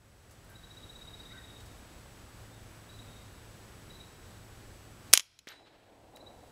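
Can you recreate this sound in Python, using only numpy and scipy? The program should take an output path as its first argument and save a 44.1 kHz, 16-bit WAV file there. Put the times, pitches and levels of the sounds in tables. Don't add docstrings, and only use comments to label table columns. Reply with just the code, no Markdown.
import sys
import numpy as np
from scipy import signal
from scipy.fft import rfft, irfft, next_fast_len
from scipy.io import wavfile
from scipy.ndimage import uniform_filter1d

SR = 44100
rng = np.random.default_rng(int(sys.argv[2]) if len(sys.argv) > 2 else 0)


def log_audio(samples):
    frames = np.atleast_2d(samples).T
    limited = np.clip(frames, -1, 1)
    pcm = np.round(limited * 32767).astype(np.int16)
    wavfile.write(sys.argv[1], SR, pcm)


N = 287091
TIME = np.arange(N) / SR
SIZE = next_fast_len(N + SR, real=True)
HZ = np.fft.rfftfreq(SIZE, 1 / SR)


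def from_db(db):
    return 10 ** (np.asarray(db) / 20)

def unit(x):
    return x / np.sqrt(np.mean(x ** 2) + 1e-20)

def add(mix, s, sound):
    part = mix[max(round(s * SR), 0):][:len(sound)]
    part += sound[:len(part)]

def colour(points, hz, peaks=()):
    f, db = np.transpose(points)
    smooth = np.interp(np.log(hz + 1), np.log(f), db)
    return from_db(smooth + sum(g * np.exp(-2 * ((hz - c) / w) ** 2) for c, w, g in peaks))

def noise(gain):
    return unit(irfft(gain * np.exp(2j * np.pi * rng.random(len(HZ))), SIZE)[:N])

def drift(rate_hz):
    knots = rng.standard_normal(2000)
    return unit(np.interp(TIME * 2 * rate_hz, np.arange(len(knots)), knots))

def fade(t, t60):
    return np.exp(-np.log(1000) * t / t60)

def burst(spectrum, t60, rise_s, size=8192):
    t, hz = np.arange(size) / SR, np.fft.rfftfreq(size, 1 / SR)
    shape = fade(t, t60) * (1 - np.exp(-t / rise_s))
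    x = rng.standard_normal(size) * shape
    for _ in range(2):
        x = irfft(np.exp(1j * np.angle(rfft(x))))
        x = x * shape / np.sqrt(abs(uniform_filter1d(x ** 2, size=40)) + 1e-14)
    log_gain = np.log(spectrum(hz) + 1e-6)
    mirrored = np.r_[log_gain, log_gain[-2:0:-1]]
    causal = np.exp(np.conj(signal.hilbert(mirrored)))[:len(hz)]
    return unit(irfft(rfft(x) * causal)) * np.sqrt(np.mean(shape ** 2))

def ring(modes, phase_spread=1):
    t = np.arange(SR) / SR
    vibration = sum(from_db(db) * fade(t, t60) * np.sin(2 * np.pi * (hz * t + phase_spread * rng.random()))
                    for hz, db, t60 in modes)
    return vibration * np.minimum(t / .001, 1)

def scatter(x, t60, rise_s, tone=1):
    t = np.arange(SR) / SR
    taps = rng.standard_normal(SR) * fade(t, t60) * (1 - np.exp(-(t / rise_s) ** 2))
    return irfft(rfft(x, SIZE) * rfft(taps / np.linalg.norm(taps), SIZE) * tone, SIZE)[:N]


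# (frequency [Hz], relative density [dB])
AIR_SPECTRUM = [(12, -30), (22, -8), (55, -2.5), (85, -3), (170, -9.5), (300, -12.5), (600, -16),
                (1000, -19.5), (1540, -20), (2210, -24), (4000, -27), (7000, -30), (11000, -33),
                (15500, -38.5)]

def air(db=-52.5, waver_db=.4):
    return from_db(db + waver_db * drift(6)) * noise(colour(AIR_SPECTRUM, HZ))

def camera_whine(hz=7867, frame_hz=29.97, db=-71):
    return from_db(db) * unit(np.sin(2 * np.pi * hz * (TIME % (1 / frame_hz))))

# (time [s], relative level [dB])
ENGINE_LEVELS = [(0.7, -63.0), (1.2, -65.6), (1.8, -61.8), (2.3, -60.8), (2.9, -57.1), (3.5, -62.3),
                 (4.2, -62.6), (4.8, -58.5)]

def engine(hz=109, sag_hz_per_s=.4, flutter=.28, wander_rad=.8, idle_s=5.6, idle_db=-63, gain_db=.5):
    s, db = np.transpose([*ENGINE_LEVELS, (idle_s, idle_db)])
    turns = np.cumsum(hz - sag_hz_per_s * TIME) / SR
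    hum = unit((1 + flutter * drift(10)) * np.sin(2 * np.pi * turns + wander_rad * drift(6)))
    return from_db(np.interp(TIME, s, db) + gain_db) * hum


# (time [s], length [s], relative level [dB], start pitch [Hz], middle [Hz], end [Hz])
WHISTLES = [(.48, .08, -55.5, 1610, 1555, 1520), (1.17, .09, -63, 4300, 4650, 5000),
            (1.297, .032, -52.5, 1660, 1980, 2200), (1.306, .096, -53, 1250, 1550, 1350),
            (1.352, .085, -57.5, 2200, 1850, 1650), (2.5, .1, -65, 3600, 3700, 3680)]

def far_birds(gain_db=-1, hoarseness=.027):
    out = np.zeros(N)
    for s, length, db, *slur_hz in WHISTLES:
        u = np.linspace(0, 1, int(length * SR))
        glide = np.polyval(np.polyfit([0, .5, 1], slur_hz, 2), u)
        pitch = glide * (1 + hoarseness * drift(140)[:len(u)])
        tone = np.sin(2 * np.pi * np.cumsum(pitch) / SR)
        add(out, s, from_db(db + gain_db) * tone * np.sin(np.pi * u))
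    return out + from_db(-3) * scatter(out, t60=1.0, rise_s=.012)

# (start [s], peak time [s], end [s], peak level [dB], first pitch [Hz])
TRILLS = [(.546, 1.12, 1.6, -45, 3920), (3.073, 3.1, 3.2, -58.5, 3770)]

def trills(step_s=.0605, lag_s=.0375, swell_db_per_s=8, fade_db_per_s=18.5, sag_hz_per_s=125):
    for start, peak_s, end, peak_db, first_hz in TRILLS:
        k = np.arange((end - start) / step_s)
        times = start + k * step_s + lag_s * (1 - np.exp(-k / 1.2))
        for s in times[times < end]:
            weaker_db = max(swell_db_per_s * (peak_s - s), fade_db_per_s * (s - peak_s))
            yield s, peak_db - weaker_db, first_hz - sag_hz_per_s * (s - start)

# (start [s], level [dB], time to the last note [s], pitch [Hz])
CALLS = [(2.885, -53, .097, 3910), (3.894, -50.5, .1, 3910), (6.148, -43, .11, 3945)]
# (share of that time [1], accent [dB], pitch step [Hz])
MOTIF = [(0, 0, 0), (.45, -2.5, 95), (1, 2, -25)]

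def calls():
    for start, db, length, hz in CALLS:
        for share, accent_db, step_hz in MOTIF:
            yield start + share * length, db + accent_db, hz + step_hz

def small_bird(chip_s=.029, crest=.618, sweep_hz=470, quaver=.013, voice_db=-48.3, aim=.65):
    direct, radiated = np.zeros((2, N))
    u = np.linspace(0, 1, int(chip_s * SR))
    swell = abs(np.sin(np.pi * u ** 1.18)) ** 1.22
    for s, db, top_hz in [*trills(), *calls()]:
        reach_hz = sweep_hz * np.exp(.3 * rng.standard_normal())
        arch_hz = top_hz - reach_hz * (u / crest - 1) ** 2
        hz = arch_hz * (1 + quaver * np.sin(2 * np.pi * (3 * u + rng.random())))
        chip = swell * np.sin(2 * np.pi * np.cumsum(hz) / SR)
        add(direct, s, from_db(db) * chip)
        add(radiated, s, from_db(db + aim * (voice_db - db)) * chip)
    woods = from_db(-5) * scatter(radiated, t60=.62, rise_s=.009)
    add(woods, .3, from_db(-15.5) * scatter(radiated, t60=.8, rise_s=.04))
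    return direct + woods


def echoes(arrivals, spectrum):
    power = np.zeros(N)
    for s, db, rise_s in arrivals:
        u = np.maximum(TIME - s, 0) / rise_s
        power += (from_db(db) * u * np.exp(1 - u)) ** 2
    return np.sqrt(power) * noise(colour(spectrum, HZ))

# (arrival [s], peak level [dB], rise time [s])
TREE_ECHOES = [(5.472, -33.5, .026), (5.52, -52, .16), (5.648, -44.5, .015)]
HILL_ECHOES = [(5.48, -44, .115), (5.898, -45.5, .016), (5.8, -48.5, .2), (6.11, -47.5, .11)]
# (frequency [Hz], relative density [dB])
TREE_SPECTRUM = [(100, -18), (400, -7), (1000, -4), (1700, 0), (2500, -2.5), (4200, -4.5), (5300, -15),
                 (8000, -24), (12000, -35), (15500, -40)]
HILL_SPECTRUM = [(60, -22), (170, -11), (290, -0.5), (400, -2.5), (500, -1), (700, 0), (950, -6),
                 (1300, -21), (2500, -28), (5000, -60)]

def valley(lumpy_db=1.6):
    lumps = from_db(lumpy_db * drift(50))
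    return lumps * (echoes(TREE_ECHOES, TREE_SPECTRUM) + echoes(HILL_ECHOES, HILL_SPECTRUM))


# (time [s], level [dB], t60 [s], centre [Hz], width [octaves])
KNOCKS = [(.308, -53.5, .12, 7000, .8), (.443, -61, .1, 11000, .5), (.494, -57, .12, 11500, .4),
          (1.6, -57, .12, 5000, 1.2), (1.655, -56, .16, 6000, 1.2), (5.4711, -21, .018, 300, .9),
          (5.4711, -20, .022, 1900, .45), (5.4765, -25.5, .06, 3400, .4), (5.4868, -20.5, .018, 5600, .4),
          (5.519, -24.5, .02, 1600, .35), (6.1612, -40, .018, 8000, 1.2), (6.169, -40.5, .039, 2000, 1.14)]

def knocks():
    out = np.zeros(N)
    for s, db, t60, centre_hz, octaves in KNOCKS:
        band = lambda hz: 1 / (1 + (np.log2((hz + 1) / centre_hz) / octaves) ** 2)
        add(out, s, from_db(db) * burst(band, t60, rise_s=.018 * t60))
    return out

# (time [s], gain [dB])
CASE_BOUNCES = [(5.4875, -4), (5.4995, -2)]
# (frequency [Hz], relative level [dB], t60 [s])
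CASE_MODES = [(12610, -43, .09), (12700, -42, .1), (13400, -58, .2)]

def spent_case():
    out = np.zeros(N)
    for s, db in CASE_BOUNCES:
        add(out, s, from_db(db) * ring(CASE_MODES))
    return out

# (frequency [Hz], relative level [dB], t60 [s])
TARGET_MODES = [(3165, -51, .4), (3607, -51, .4), (3935, -38, .6), (3950, -42, .6), (4480, -45, .2),
                (5136, -52.5, .9), (6072, -55, .5), (6891, -53, .6), (8193, -49, .38), (8985, -56, .5),
                (10220, -59, .4)]

def target(hit_s=5.514, gain_db=-2):
    out = np.zeros(N)
    add(out, hit_s, from_db(gain_db) * ring(TARGET_MODES, phase_spread=0))
    return out


# (frequency [Hz], level [dB], t60 [s])
TRIGGER_MODES = [(2562, -37, .04), (4081, -25.5, .02), (6864, -32, .025)]

def trigger(reset_s=5.39):
    out = np.zeros(N)
    add(out, reset_s, ring(TRIGGER_MODES))
    return out

# (frequency [Hz], relative level [dB], t60 [s])
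STEEL_MODES = [(2394, -30.5, 0.096), (2590, -33, .1), (3160, -33, .08), (4100, -35, .06), (4895, -33, 0.12),
               (5450, -26, .08), (6087, -33, .08), (6840, -34, .06), (8525, -30, .05), (9745, -30, .045),
               (10090, -37, .06)]

def steel(db):
    return from_db(db) * ring(STEEL_MODES)

# (time [s], relative level [dB], t60 [s], tilt [dB/octave], chatter length [s])
BLOWS = [(5.1288, -9, .012, 1, 0), (5.13, 10, .0091, 3, 0), (5.1306, 11, .012, 2, 0),
         (5.1493, -1, .014, -2, 0), (5.1528, 4, .015, -1.5, .017), (5.1743, 14.3, .014, 0, 0),
         (5.185, -13, .008, -.5, 0), (5.1954, 0, .015, -2, .012), (5.3898, -26, .02, 0, 0)]

def blows(rebound_s=.0048, rebound_db=-11, rebound_tilt_db=-1.2):
    for s, db, t60, tilt_db, chatter_s in BLOWS:
        yield s, db, t60, tilt_db
        for delay in np.arange(rebound_s, chatter_s, rebound_s):
            yield s + delay, db + rebound_db, t60, tilt_db + rebound_tilt_db

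# (frequency [Hz], relative density [dB])
BLOW_SPECTRUM = [(60, -36), (150, -26), (400, -26), (750, -21.5), (1090, -13), (1500, -17), (2200, -6),
                 (4400, -6.5), (6200, -4), (8000, -9), (10600, -11), (13900, -19), (15500, -29)]
# (frequency [Hz], width [Hz], gain [dB])
RECEIVER = [(2480, 160, -4), (3150, 450, 6), (4000, 340, 3), (4500, 240, -5), (6130, 350, 4.5),
            (6800, 300, 4), (8300, 260, -5), (9150, 260, -4), (10400, 500, 4)]

def action():
    out = np.zeros(N)
    for s, db, t60, tilt_db in blows():
        tilt = lambda hz: from_db(tilt_db * np.log2(1 + hz / 1000))
        spectrum = lambda hz: colour(BLOW_SPECTRUM, hz, RECEIVER) * tilt(hz)
        add(out, s, from_db(db) * burst(spectrum, t60, rise_s=.0002))
        add(out, s, steel(db - 4.5))
    return out

# (frequency [Hz], relative density [dB])
JET_SPECTRUM = [(60, -35), (150, -32), (330, -29), (560, -12.5), (900, -15), (1400, -10), (2200, -8),
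                (4400, -9), (5500, -4), (7500, -6.5), (11000, -6), (13500, -14), (15500, -20)]
# (frequency [Hz], width [Hz], gain [dB])
SUPPRESSOR = [(1760, 120, -8), (2980, 170, -7), (5500, 400, 5), (5950, 270, 3), (6370, 260, -6),
              (6860, 450, 5.5), (7200, 170, -6), (8080, 260, -6), (8540, 260, 5.5), (9250, 450, -7.5),
              (9810, 330, 6)]

def muzzle(shot_s=5.1349, jet_db=28.5, bleed_db=-3, steel_db=20):
    out = np.zeros(N)
    spectrum = lambda hz: colour(JET_SPECTRUM, hz, SUPPRESSOR)
    add(out, shot_s, from_db(jet_db) * burst(spectrum, t60=.0164, rise_s=.0013))
    add(out, shot_s, from_db(bleed_db) * burst(spectrum, t60=.08, rise_s=.002))
    add(out, shot_s, steel(steel_db))
    return out

# (frequency [Hz], gain [dB])
NEAR_RESPONSE = [(100, 7), (400, -1), (1500, 2), (4000, -1), (7000, -3), (11000, -2), (15500, -3)]
FIELD_RESPONSE = [(100, 2), (400, -1), (1500, 0), (5000, -2), (6600, -14), (11000, -19), (15500, -26)]

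def rifle():
    direct = muzzle() + action() + trigger()
    near = from_db(-26) * scatter(direct, t60=.19, rise_s=.006, tone=colour(NEAR_RESPONSE, HZ))
    field = from_db(-37) * scatter(direct, t60=.9, rise_s=.03, tone=colour(FIELD_RESPONSE, HZ))
    return direct + near + field


def scene():
    shooting = rifle() + knocks() + target() + spent_case() + valley()
    return (shooting + small_bird() + far_birds() + air() + engine() + camera_whine())[None]

def record(dry, threshold_db=-23, depth_db=23.5, recovery_db_per_s=14, start_db=10.0, settle_s=.43):
    power_db = 10 * np.log10(abs(uniform_filter1d(dry[0] ** 2, size=128)) + 1e-12)
    excess_db = np.clip(2 * (power_db - threshold_db), 0, depth_db)
    recovery_db = recovery_db_per_s * TIME
    held_db = np.maximum.accumulate(excess_db + recovery_db) - recovery_db
    waking_db = start_db * np.exp(-TIME / settle_s)
    ducked = dry * from_db(-uniform_filter1d(np.maximum(held_db, waking_db), size=32))
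    lowpass = signal.firwin(511, cutoff=15750, window=("kaiser", 9), fs=SR)
    return signal.oaconvolve(np.clip(ducked, -1, 1), lowpass[None], "same")


dry = scene()
out = record(dry)
log_audio(out)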